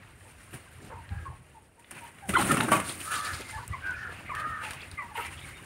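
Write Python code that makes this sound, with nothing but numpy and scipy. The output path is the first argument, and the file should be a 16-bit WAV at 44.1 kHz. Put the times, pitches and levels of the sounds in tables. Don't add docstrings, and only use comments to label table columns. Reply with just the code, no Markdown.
import sys
import numpy as np
from scipy import signal
from scipy.fft import rfft, irfft, next_fast_len
from scipy.io import wavfile
from scipy.ndimage import uniform_filter1d

SR = 44100
rng = np.random.default_rng(int(sys.argv[2]) if len(sys.argv) > 2 else 0)


def amplitude_ratio(level_db):
    exponent = np.asarray(level_db, float) / 20
    return 10 ** exponent


def put_to_file(sound):
    columns = np.atleast_2d(sound).T
    safe = np.clip(columns, -1, 1)
    whole_steps = np.round(safe * 32767)
    wavfile.write(sys.argv[1], SR, whole_steps.astype(np.int16))


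N = 249165


def evened(x):
    return x / np.sqrt(np.mean(x ** 2) + 1e-20)


def read(points, hz):
    f, value = np.transpose(points)
    return np.interp(np.log(hz + 1), np.log(f + 1), value)


def add(mix, s, sound):
    part = mix[round(s * SR):][:len(sound)]
    part += sound[:len(part)]


def coloured(x, points):
    size = next_fast_len(len(x))
    gain = amplitude_ratio(read(points, np.fft.rfftfreq(size, 1 / SR)))
    return evened(irfft(rfft(x, size) * gain, size)[:len(x)])


def wobble(length, smooth_s):
    size = max(int(smooth_s * SR), 2)
    once = uniform_filter1d(rng.standard_normal(length), size)
    return evened(uniform_filter1d(once, size))


def resonate(x, hz, width_hz):
    turn = np.exp(2j * np.pi * np.cumsum(hz) / SR)
    r = np.exp(-np.pi * width_hz / SR)
    low = signal.lfilter([(1 - r) ** 2], [1, -2 * r, r * r], x / turn)
    return 2 * (turn * low).real


def sparse_breaks(per_s, spread_db):
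    size = amplitude_ratio(spread_db * np.minimum(rng.exponential(1, N), 4))
    return size * (rng.random(N) < per_s / SR)


def crackle(per_s, spread_db, share):
    breaks = evened(sparse_breaks(per_s, spread_db) * rng.standard_normal(N))
    return share * breaks + np.sqrt(1 - share ** 2) * rng.standard_normal(N)


def swell(peak_s, rise_s, dying_s):
    drop_db = 15.5
    t = np.arange(N) / SR - peak_s
    return amplitude_ratio(-2 * drop_db * np.maximum(-t / rise_s, t / dying_s))


# frequency in Hz, level in dB per Hz.
WIND_SPECTRUM = [(15, -50), (25, -8), (51, -1), (86, 8), (134, 0.5), (187, -10.5), (250, -39), (320, -47),
                 (550, -120)]
# time in seconds, level in dB.
BREEZE = [(0, -52), (.63, -58), (.97, -48), (1.07, -54.5), (1.35, -52), (1.86, -70), (2.22, -60),
          (2.3, -40.5), (2.859, -50), (3.05, -54.5), (3.8, -49), (4.15, -50.5), (5, -52.5), (5.45, -49),
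          (5.65, -53)]
# peak in seconds, dying time in seconds, level in dB.
PUFFS = [(.55, 0.038, -39.5), (1.121, 0.12, -33), (1.299, 0.099, -40), (1.92, 0.58, -58),
         (2.52, 0.041, -41), (3.341, 0.014, -36.5), (3.59, 0.04, -46), (3.71, 0.039, -33),
         (4.31, 0.19, -46), (4.5, 0.069, -43.5), (4.94, 0.015, -44), (5.07, .2, -52)]


def wind():
    power = amplitude_ratio(2 * np.interp(np.arange(N) / SR, *np.transpose(BREEZE)))
    for s, dying_s, db in PUFFS:
        power = power + amplitude_ratio(2 * db) * swell(s, 0.028, dying_s)
    lumps = amplitude_ratio(0.36 * wobble(N, 0.017))
    return np.sqrt(power) * lumps * coloured(rng.standard_normal(N), WIND_SPECTRUM)


# frequency in Hz, level in dB per Hz.
HUSH_SPECTRUM = [(18, -44), (30, -5), (81, -3), (295, -5.5), (336, -5.5), (449, -5.5), (780, -11.5),
                 (5740, -42), (8980, -27), (16000, -56)]


def far_hush():
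    return amplitude_ratio(-63) * coloured(rng.standard_normal(N), HUSH_SPECTRUM)


# time in seconds, stir in dB, bare soil over leaves in dB.
STIR = [(0, -70, 12), (.2, -60.5, -0.5), (.93, -65, 6.5), (1.21, -64.5, 6.5), (1.72, -70.5, -0.5),
        (1.89, -66.5, 1), (1.93, -75, 9), (2.26, -62.5, -11), (2.32, -48.5, 3.5), (2.7, -46, -6),
        (3.02, -44, -4.5), (3.49, -72.5, 12), (3.7, -63, 9.5), (4.23, -61.5, 11), (4.9, -59, 7),
        (5.13, -60, 4.5), (5.32, -54, 3.5), (5.65, -57.5, 3)]
# peak in seconds, dying time in seconds, strength, dig into soil and weight in dB.
STEPS = [
    (0.831, 0.12, -58, -11, 10),
    (3.869, 0.11, -56.5, 12.5, 3.5),
    (4.4, 0.038, -52.5, -4, -2),
    (4.639, 0.16, -53.5, 11, -16),
    (5.268, 0.018, -45, 5.5, -22),
    (5.57, 0.06, -66, 12, -3),
]
SCUFFS = [
    (0.541, 0.048, -47, -1.5, 3.5),
    (1.92, 0.45, -52, 3.5, -2.5),
    (2.297, 0.1, -38, -5, 5.5),
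    (2.394, 0.13, -29, -4.5, -0.5),
    (2.722, 0.097, -33, 2.5, 5.5),
    (5.166, 0.14, -47.5, 7, -24.5),
]
FLAPS = [
    (2.522, 0.085, -31.5, 0.5, 5.5),
    (2.61, 0.11, -37, -3, 9),
    (3.08, 0.062, -40, -21, -22),
]
FLUTTERS = [
    (2.898, 0.046, -40, -1, -1),
    (3.131, 0.11, -39, -3, -28),
    (3.19, 0.032, -43.5, -2, -7),
    (3.259, 0.2, -42.5, 1, -13),
    (3.338, 0.046, -45, -6, -1),
    (3.409, 0.16, -48.5, 0.5, 0),
    (3.5, 0.24, -51, 0, -15),
]
# rise in seconds, feather swish over strength in dB.
STROKE_KINDS = [
    (0.038, 3),
    (0.018, -10),
    (0.063, -4.5),
    (0.051, 4),
]


def effort():
    s, *columns = np.transpose(STIR)
    stir_db, bare_db = (np.interp(np.arange(N) / SR, s, c) for c in columns)
    layers_db = np.array([0 * bare_db, bare_db / 2 - 3.5, bare_db, bare_db - 4.5])
    power = amplitude_ratio(2 * (stir_db + layers_db))
    for rows, (rise_s, swish_db) in zip((STEPS, SCUFFS, FLAPS, FLUTTERS), STROKE_KINDS):
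        for peak_s, dying_s, db, dig_db, weight_db in rows:
            layers_db = db + np.array([0, swish_db, dig_db, weight_db])
            power = power + amplitude_ratio(2 * layers_db)[:, None] * swell(peak_s, rise_s, dying_s)
    return np.sqrt(power)


def patchy(x):
    z = signal.stft(x, nperseg=256)[2]
    field = uniform_filter1d(rng.standard_normal(z.T.shape), size=4, axis=0)
    field = uniform_filter1d(field, size=9, axis=1)
    lift = amplitude_ratio(1.8 * evened(field).T)
    return evened(signal.istft(z * lift, nperseg=256)[1][:N])


def pebbles(per_s, spread_db, cycles):
    size = sparse_breaks(per_s, spread_db)
    kind, out = rng.integers(0, 24, N), np.zeros(N)
    for k, hz in enumerate(np.geomspace(500, 4500, 24)):
        turns = np.arange(int(3 * cycles * SR / hz)) * hz / SR
        ring = np.sin(2 * np.pi * turns) * np.exp(-turns / cycles)
        ring = ring * np.minimum(turns, 1) * np.sqrt(hz)
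        out += signal.oaconvolve(size * (kind == k), ring)[:N]
    return evened(out)


# frequency in Hz, level in dB per Hz.
LEAVES = [(3240, -29.5), (5500, -17), (6120, -16.5), (7520, -12), (9400, 0), (10200, -10), (12200, -15.5),
          (14900, -23), (16000, -12.5)]
# frequency in Hz, level in dB per Hz.
SWISH = [(2500, -7), (3500, 1), (4500, 0.5), (6000, -6), (7500, -2), (9000, -55)]
# frequency in Hz, level in dB per Hz.
SOIL = [(250, -36), (400, -11), (800, -6), (1400, -0.5), (2100, 0), (2900, -3.5), (3400, -12),
        (4600, -18.5), (7000, -27.5)]
# frequency in Hz, level in dB per Hz.
THUD = [(53, -65), (90, -6), (135, 1), (313, -0.5), (410, -4), (496, -15.5), (554, -5), (600, -10),
        (780, -9.5), (1320, -120)]


def movement():
    jostle = wobble(N, 0.033)
    leaves = patchy(coloured(crackle(2500, 2.9, 0.47), LEAVES))
    leaves = amplitude_ratio(1.53 * jostle + 1.16 * wobble(N, 0.003)) * leaves
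    swish = amplitude_ratio(2 * jostle - 6) * patchy(coloured(crackle(3000, 4, 0.38), SWISH))
    grit = coloured(crackle(1200, 4, 0.3), SOIL) + 0.7 * coloured(pebbles(900, 3.5, 10), SOIL)
    soil = amplitude_ratio(1.4 * jostle) * grit
    thud = amplitude_ratio(1.5 * wobble(N, 0.019)) * coloured(crackle(300, 0.7, 0.4), THUD)
    return (effort() * [leaves, swish, soil, thud]).sum(0)


def note(length_s, start_hz, end_hz, parts_db, rough):
    u = np.linspace(0, 1, int(length_s * 1.154 * SR))
    glide = (1 - np.cos(np.pi * u)) / 2
    hz = start_hz + (end_hz - start_hz) * glide + 150 * rough * wobble(len(u), 0.0018)
    turns = np.cumsum(hz) / SR
    tone = sum(amplitude_ratio(db) * np.sin(2 * np.pi * (k + 1) * turns) for k, db in enumerate(parts_db))
    falter = amplitude_ratio(1.5 * (wobble(len(u), 0.004) - 0.5))
    shape = np.sin(np.pi * u ** 0.82) ** 0.83 * falter
    return np.sqrt(2) * tone * shape * (1 + rough * wobble(len(u), 0.0016))


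# start
# and length in seconds, start and end pitch in Hz, level in dB.
THIN_PEEPS = [(.905, 0.062, 900, 908, -49), (.965, 0.046, 986, 880, -46.5), (3.528, 0.046, 1720, 1710, -43),
              (1.254, 0.028, 1108, 1043, -37), (1.544, 0.053, 905, 872, -51.5),
              (1.774, 0.034, 930, 934, -57.5), (2.007, 0.06, 960, 896, -47),
              (2.335, 0.016, 1260, 1520, -27), (2.35, 0.016, 1440, 1270, -18.5),
              (2.346, 0.037, 1990, 2055, -29.5), (2.364, 0.014, 1058, 993, -18.5),
              (2.366, 0.01, 3110, 3030, -32), (2.368, 0.023, 4150, 4035, -42.5),
              (2.489, 0.017, 1434, 1330, -27), (2.506, 0.013, 1350, 1270, -19),
              (2.66, 0.068, 1583, 1516, -38.5), (2.49, 0.044, 1804, 1764, -31.5),
              (2.566, 0.016, 1400, 1250, -29.5), (2.59, 0.054, 886, 905, -33),
              (3.39, 0.018, 2114, 2060, -53), (3.44, 0.037, 2110, 2130, -46.5),
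              (3.481, 0.038, 2060, 2074, -46), (3.573, 0.019, 1140, 1130, -42.5),
              (3.713, 0.04, 1942, 2080, -44.5), (4.972, 0.038, 2100, 1998, -35.5),
              (5.015, .016, 1970, 1930, -42), (5.083, 0.029, 1166, 1130, -48.5),
              (5.145, 0.033, 945, 796, -39.5), (5.548, 0.04, 3700, 3690, -57.5),
              (5.575, 0.016, 2790, 2820, -53)]
# start and length in seconds, start and end pitch in Hz, level in dB.
REEDY_PEEPS = [(.24, 0.068, 900, 853, -61.5), (1.1, 0.078, 824, 783, -51.5), (1.312, 0.052, 920, 850, -59),
               (2.222, 0.048, 824, 745, -45), (2.384, 0.032, 773, 910, -30.5),
               (3.524, 0.072, 878, 878, -40), (3.727, 0.03, 1202, 935, -35.5),
               (4.292, 0.041, 1197, 1000, -33.5), (4.645, .04, 890, 833, -43),
               (4.977, 0.047, 1232, 1086, -38), (5.007, 0.057, 1026, 920, -44.5),
               (5.109, 0.026, 860, 800, -46), (5.178, 0.025, 892, 996, -38),
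               (5.195, 0.02, 1295, 1250, -40.5)]


def peeps():
    out = np.zeros(N)
    for rows, octave_db in ((THIN_PEEPS, -43), (REEDY_PEEPS, -9)):
        for s, length_s, start_hz, end_hz, db in rows:
            rough = 0.18 + 0.006 * max(db + 36, 0)
            parts_db = [0, octave_db, octave_db - 46]
            add(out, s, amplitude_ratio(db) * note(length_s, start_hz, end_hz, parts_db, rough))
    return out


# start and length in seconds, start and end pitch in Hz, level in dB.
CLUCKS = [
    (.24, 0.046, 288, 280, -63),
    (0.896, 0.045, 532, 462, -48),
    (3.572, 0.044, 484.6, 464, -48),
    (5.175, 0.037, 467.7, 441, -38.5),
]
CLUCK_OVERTONES_DB = [-1.5, -3, -12, -37]


def clucks():
    out = np.zeros(N)
    for s, length_s, start_hz, end_hz, db in CLUCKS:
        sag = 1 - end_hz / start_hz
        low_db = min(348 * sag - 24, 0)
        add(out, s, amplitude_ratio(db) * note(length_s, start_hz, end_hz, [low_db] + CLUCK_OVERTONES_DB, rough=0.32))
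    return out


# start and length in seconds,
# centre and width in Hz, level in dB.
RASPS = [(0.508, 0.044, 12600, 5000, -62), (0.547, 0.042, 910, 900, -56), (0.7, .05, 10500, 5000, -66),
         (1.09, 0.212, 1625, 200, -55.5), (2.374, 0.081, 2980, 900, -39), (2.406, 0.025, 1330, 400, -30),
         (2.57, 0.0267, 2800, 595, -41), (2.63, 0.029, 2730, 300, -48), (2.682, 0.018, 1000, 900, -31),
         (2.732, 0.037, 2480, 150, -38), (2.79, 0.027, 1130, 400, -36), (3.824, 0.046, 2400, 500, -51),
         (3.889, 0.041, 1000, 150, -50), (3.933, 0.032, 2450, 250, -48.5), (4.159, 0.042, 2620, 306, -54),
         (4.251, 0.07, 2150, 500, -46), (4.348, 0.12, 1610, 403, -40.5), (4.353, 0.068, 3050, 300, -56),
         (4.562, 0.072, 1480, 497, -43.5), (4.631, 0.03, 2780, 1200, -46.5), (4.76, 0.1, 2600, 300, -49),
         (5.149, 0.037, 2700, 500, -44.5), (5.168, 0.0174, 2130, 250, -39), (5.201, 0.05, 2690, 400, -44),
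         (5.207, 0.1, 2260, 600, -43.5), (5.154, 0.091, 12500, 5000, -55), (5.328, .03, 2800, 400, -52.5),
         (5.369, 0.036, 3140, 604, -50.5), (5.401, 0.061, 2230, 253, -50.5),
         (5.408, 0.043, 3500, 600, -54.5), (5.47, 0.12, 2140, 350, -53),
         (.9, 0.084, 1000, 300, -49.5), (1.2, 0.14, 390, 300, -60), (2.95, 0.095, 305, 248, -53),
           (3.58, 0.073, 944, 89.5, -47.5), (3.59, 0.038, 1450, 120, -49), (2.53, 0.026, 1210, 200, -36),
           (2.6, 0.028, 900, 80, -36.5), (4.37, 0.11, 630, 120, -54.5), (1.04, 0.035, 1850, 500, -55),
           (1.28, 0.071, 905, 300, -54), (1.92, 0.086, 1500, 300, -58), (1.94, 0.063, 2550, 700, -52.5),
           (2.03, .03, 2420, 600, -61), (2.14, .04, 2030, 250, -67), (2.335, 0.044, 3450, 400, -45.5),
           (2.4, 0.031, 3800, 1500, -41), (2.72, 0.035, 3050, 200, -44), (3.0, 0.022, 2930, 600, -43.5),
           (3.1, 0.092, 1430, 350, -38), (3.11, 0.06, 2950, 1200, -40), (3.245, 0.035, 4500, 1200, -43.5),
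           (3.33, .025, 4460, 1500, -45), (3.398, 0.017, 370, 300, -43.5), (3.95, 0.1, 4970, 3000, -61),
           (4.8, 0.03, 3380, 500, -51), (5.2, 0.058, 900, 200, -58)]


def rasps():
    out, grain = np.zeros(N), crackle(1500, 2.9, 0.4)
    for s, length_s, hz, width_hz, db in RASPS:
        part = grain[round(s * SR):][:int(length_s * SR)]
        sound = evened(resonate(part, np.full(len(part), hz), width_hz))
        add(out, s, amplitude_ratio(db) * sound * signal.windows.tukey(len(part), 0.39))
    return out


# start in seconds, peak in dB, ring in Hz, t60 in seconds.
TICKS = [(0.5335, -35, 1800, 0.007), (1.0912, -31, 2400, 0.0076), (1.256, -42, 2490, 0.007),
         (2.216, -54, 2800, 0.008), (2.97, -40, 11000, .004), (3.21, -24.5, 4200, 0.0068),
         (2.3376, -24, 2300, 0.0073), (2.4455, -28, 3000, 0.012), (2.5145, -15.5, 2400, 0.012),
         (2.645, -22, 1600, 0.0088), (5.154, -40, 2400, 0.015), (4.977, -40, 1700, .02),
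         (1.845, -37, 2440, 0.012), (2.0415, -38, 11000, .004), (2.6045, -15, 2000, .02),
         (2.6077, -4, 1960, 0.0073), (2.57, -13.5, 1460, 0.017), (2.798, -18, 1700, 0.0072),
         (2.895, -26, 3600, 0.019), (4.092, -32, 640, 0.025), (4.125, -22.5, 1230, 0.0052),
         (4.4, -29.5, 2500, .012), (3.419, -33, 2870, 0.016), (3.6788, -28.5, 8600, 0.0097),
         (3.6789, -33, 14500, 0.007), (3.49, -38, 6200, .004), (3.332, -38, 12500, .004),
         (3.909, -37, 7200, 0.0056), (4.207, -30, 530, 0.016), (4.2935, -29, 910, 0.014),
         (4.351, -31, 5700, 0.0041), (4.709, -33, 3670, 0.013), (4.734, -29, 3700, 0.007),
         (4.817, -44, 4500, 0.031), (4.915, -38, 4200, 0.02), (5.265, -35, 1660, 0.008),
         (5.249, -25, 2540, .008), (5.178, -28, 2230, .01)]


def ticks():
    out, t = np.zeros(N), np.arange(int(0.03 * SR)) / SR
    for s, db, hz, t60 in TICKS:
        spread = 1 + 5.5 / (hz * t60)
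        ratios = [spread ** k for k in (-1, 0, 1, 2)]
        ring = sum(np.sin(2 * np.pi * hz * ratio * t) / ratio for ratio in ratios) / 2
        add(out, s, amplitude_ratio(db - 60 * t / max(t60, 0.001)) * ring * np.minimum(hz * t, 1))
    return out


# start in seconds, peak in dB, low part over it in dB.
SNAPS = [(.5342, -46, -12), (.547, -38, -4), (.559, -30, -1), (.683, -45, -15), (.848, -39, -11),
         (2.078, -36, 5), (2.569, -16, 9), (2.63, -13, -10), (2.685, -20, 1), (2.756, -10.5, -8),
         (2.8, -16.5, 2), (2.887, -15, -10), (3.053, -19, -15), (3.517, -35, -11), (4.398, -33, -3),
         (4.638, -30, -6), (5.273, -41, -9), (1.793, -36, -4), (1.909, -21, -2), (2.0413, -51, -3),
         (2.1836, -40.5, 10), (2.2903, -10, 1), (2.3368, -24, 13), (2.3682, -41, 3), (2.5142, -8, -4),
         (2.6084, -23, 6), (2.7169, -6, -2), (3.005, -22, -13), (3.1154, -12.5, -7), (3.246, -20, -11),
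         (3.331, -36, -17), (4.349, -26, 7), (4.706, -20.5, 2), (4.732, -22.5, -0.5), (4.9129, -32, -8),
         (5.1477, -34, 7), ]


def snaps():
    out, t = np.zeros(N), np.arange(int(0.25 * SR)) / SR
    t60_s, rise_s = 0.065, 0.0015
    for s, db, low_db in SNAPS:
        grit = rng.standard_normal((2, len(t))) * amplitude_ratio(2.5 * wobble(len(t), 0.002))
        spray = coloured(grit[0], LEAVES) + amplitude_ratio(low_db) * coloured(grit[1], SOIL)
        add(out, s, amplitude_ratio(db - 18 - 60 * t / t60_s) * np.minimum(t / rise_s, 1) * spray)
    return out


def squawk(rows):
    s, *columns = np.transpose(rows)
    t = np.arange(s[0], s[-1], 1 / SR)
    effort_db, throat_hz, beak_hz, beak_db = (np.interp(t, s, c) for c in columns)
    beats = np.cumsum(85 * (1 + 0.22 * wobble(len(t), 0.02))) / SR
    turns = np.cumsum(throat_hz * (1 + 0.009 * wobble(len(t), 0.02))) / SR
    sway = amplitude_ratio(3 * wobble(len(t), 0.03))
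    upper = np.sin(2 * np.pi * (turns + beats / 2))
    lower = 0.9 * sway * np.sin(2 * np.pi * (turns - beats / 2))
    pulses = np.diff(np.floor(beats + 0.5), prepend=0)
    breath = (0.5 + np.exp(-(beats % 1) / 0.5)) * rng.standard_normal(len(t))
    drive = 0.3 * evened(pulses) + 0.9 * evened(breath)
    throat = 0.8 * evened(upper + lower) + 0.45 * evened(resonate(drive, throat_hz, 150))
    beak = resonate(drive, beak_hz * 1.009, 106) - 0.38 * resonate(drive, beak_hz * 0.834, 220)
    beak = amplitude_ratio(beak_db - 2.9) * evened(beak)
    chest = amplitude_ratio(-24) * evened(resonate(drive, throat_hz * 0.49, 200))
    return amplitude_ratio(effort_db) * (throat - beak + chest) * signal.windows.tukey(len(t), 0.12)


# time in seconds, effort in dB, throat in Hz, beak in Hz, beak over throat in dB.
SQUAWKS = [
    [(1.04, -78, 1290, 1730, 11), (1.186, -66.5, 1312, 1620, 15), (1.29, -73, 1163, 1640, 10)],
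    [(3.04, -44, 1168, 1700, -10), (3.06, -40, 1211, 1750, -20), (3.11, -34.5, 1298, 1703, 0.5),
     (3.192, -35.5, 1238, 1740, -8), (3.308, -40, 1243, 1700, 6.5), (3.4, -56, 1297, 1610, -5)],
    [(4.325, -39, 1190, 1720, 1), (4.376, -35, 1231, 1810, -6), (4.46, -34.5, 1286, 1870, -11),
     (4.516, -38, 1286, 1830, -5), (4.534, -39, 1253, 1783, 0.5), (4.65, -45, 1200, 1774, 2),
     (4.68, -70.5, 1300, 1700, 2)],
]
# time in seconds, effort in dB, throat in Hz, beak in Hz, beak over throat in dB.
HIGH_SQUAWK = [
    (3.81, -52, 1545, 1530, -20),
    (3.848, -32, 1538, 1590, -34),
    (3.92, -36.5, 1510, 1670, -12),
    (3.97, -47, 1434, 1716, 4),
    (3.996, -53, 1330, 1790, 15),
    (4.056, -51.5, 1330, 1686, 15.5),
    (4.085, -52.5, 1225, 1720, 17),
    (4.15, -61, 1210, 1640, 9),
]


def squawks():
    out = np.zeros(N)
    for rows in SQUAWKS + [HIGH_SQUAWK]:
        add(out, rows[0][0], squawk(rows))
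    return out


# start in seconds, peak in dB, push in Hz.
CLAPS = [(1.113, -29.5, 187), (3.558, -25, 85), (2.286, -18, 196), (2.339, -21.5, 355), (2.381, -17.5, 335),
         (2.427, -17, 209), (2.494, -14.5, 291), (2.576, -14.5, 245), (2.679, -17.5, 329),
         (2.719, -17, 258), (2.792, -23.5, 199)]


def wing_claps():
    out, t = np.zeros(N), np.arange(int(0.2 * SR)) / SR
    for s, db, hz in CLAPS:
        push = np.sin(2 * np.pi * hz * t) * np.minimum(t / 0.0043, 1)
        add(out, s, amplitude_ratio(db - 4 - 60 * t / 0.074) * push)
    return out


# frequency in Hz, level in dB, t60 in seconds.
CAGE_RINGS = [(272, -1, 0.05), (648, 7.5, 0.019), (770, 3.5, 0.02), (1000, 7, 0.029), (1137, 8, 0.031),
              (1330, 5, 0.023), (1585, -6, 0.034), (2130, -5, 0.044), (3050, -14, 0.097),
              (3730, -22, 0.076), (4930, -26, 0.0615)]
# seconds after the blow, level in dB.
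RESTRIKES = [
    (0, 5),
    (.0022, -6),
    (.0096, -1.5),
    (.0135, -5),
    (.0174, -1),
    (.037, -13),
    (.058, -15),
    (.079, -12),
]


def cage():
    out, t = np.zeros(N), np.arange(int(0.2 * SR)) / SR
    rings = sum(amplitude_ratio(db - 60 * t / t60) * np.sin(2 * np.pi * hz * t) for hz, db, t60 in CAGE_RINGS)
    rings = rings * np.minimum(t / 0.0022, 1)
    loose_hits = rng.standard_normal(len(t)) * (rng.random(len(t)) < 350 / SR)
    rattle = amplitude_ratio(-14 - 60 * t / 0.12) * loose_hits
    for k, (s, db) in enumerate(RESTRIKES):
        rattle[round(s * SR)] = (-1) ** k * amplitude_ratio(db)
    clatter = signal.fftconvolve(rattle, rings)
    add(out, 2.718, amplitude_ratio(-9) * clatter / abs(clatter).max())
    return out


# frequency in Hz, t60 in seconds.
WALLS = [(300, 0.2), (1500, 0.39), (8000, 0.062)]


def yard(x):
    taps = np.zeros(SR // 2)
    at = np.arange(300, len(taps) - 20, 20)
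    taps[at + rng.integers(0, 20, len(at))] = rng.choice([-1., 1.], len(at))
    hz, t, z = signal.stft(taps, SR, nperseg=256)
    decay = amplitude_ratio(-60 * t / read(WALLS, hz)[:, None])
    tail = signal.istft(z * decay, SR, nperseg=256)[1]
    return signal.fftconvolve(x, tail / np.linalg.norm(tail))[:N]


def scene():
    flock = peeps() + clucks() + squawks()
    hits = ticks() + snaps() + wing_claps() + cage()
    echoes = yard(amplitude_ratio(-16) * flock + amplitude_ratio(-12) * hits)
    return (wind() + far_hush() + movement() + flock + rasps() + hits + echoes)[None]


def low_pass(x):
    return signal.sosfilt(signal.butter(12, 16630, fs=SR, output="sos"), x)


def record(dry):
    bass_cut = signal.butter(2, 41.7, "high", fs=SR, output="sos")
    thin = signal.sosfilt(bass_cut, dry)
    treble_edge = signal.firwin(801, 15750, window=("kaiser", 5), fs=SR)
    limited = signal.oaconvolve(thin, treble_edge[None], "same")
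    return low_pass(limited)


dry = scene()
out = record(dry)
put_to_file(out)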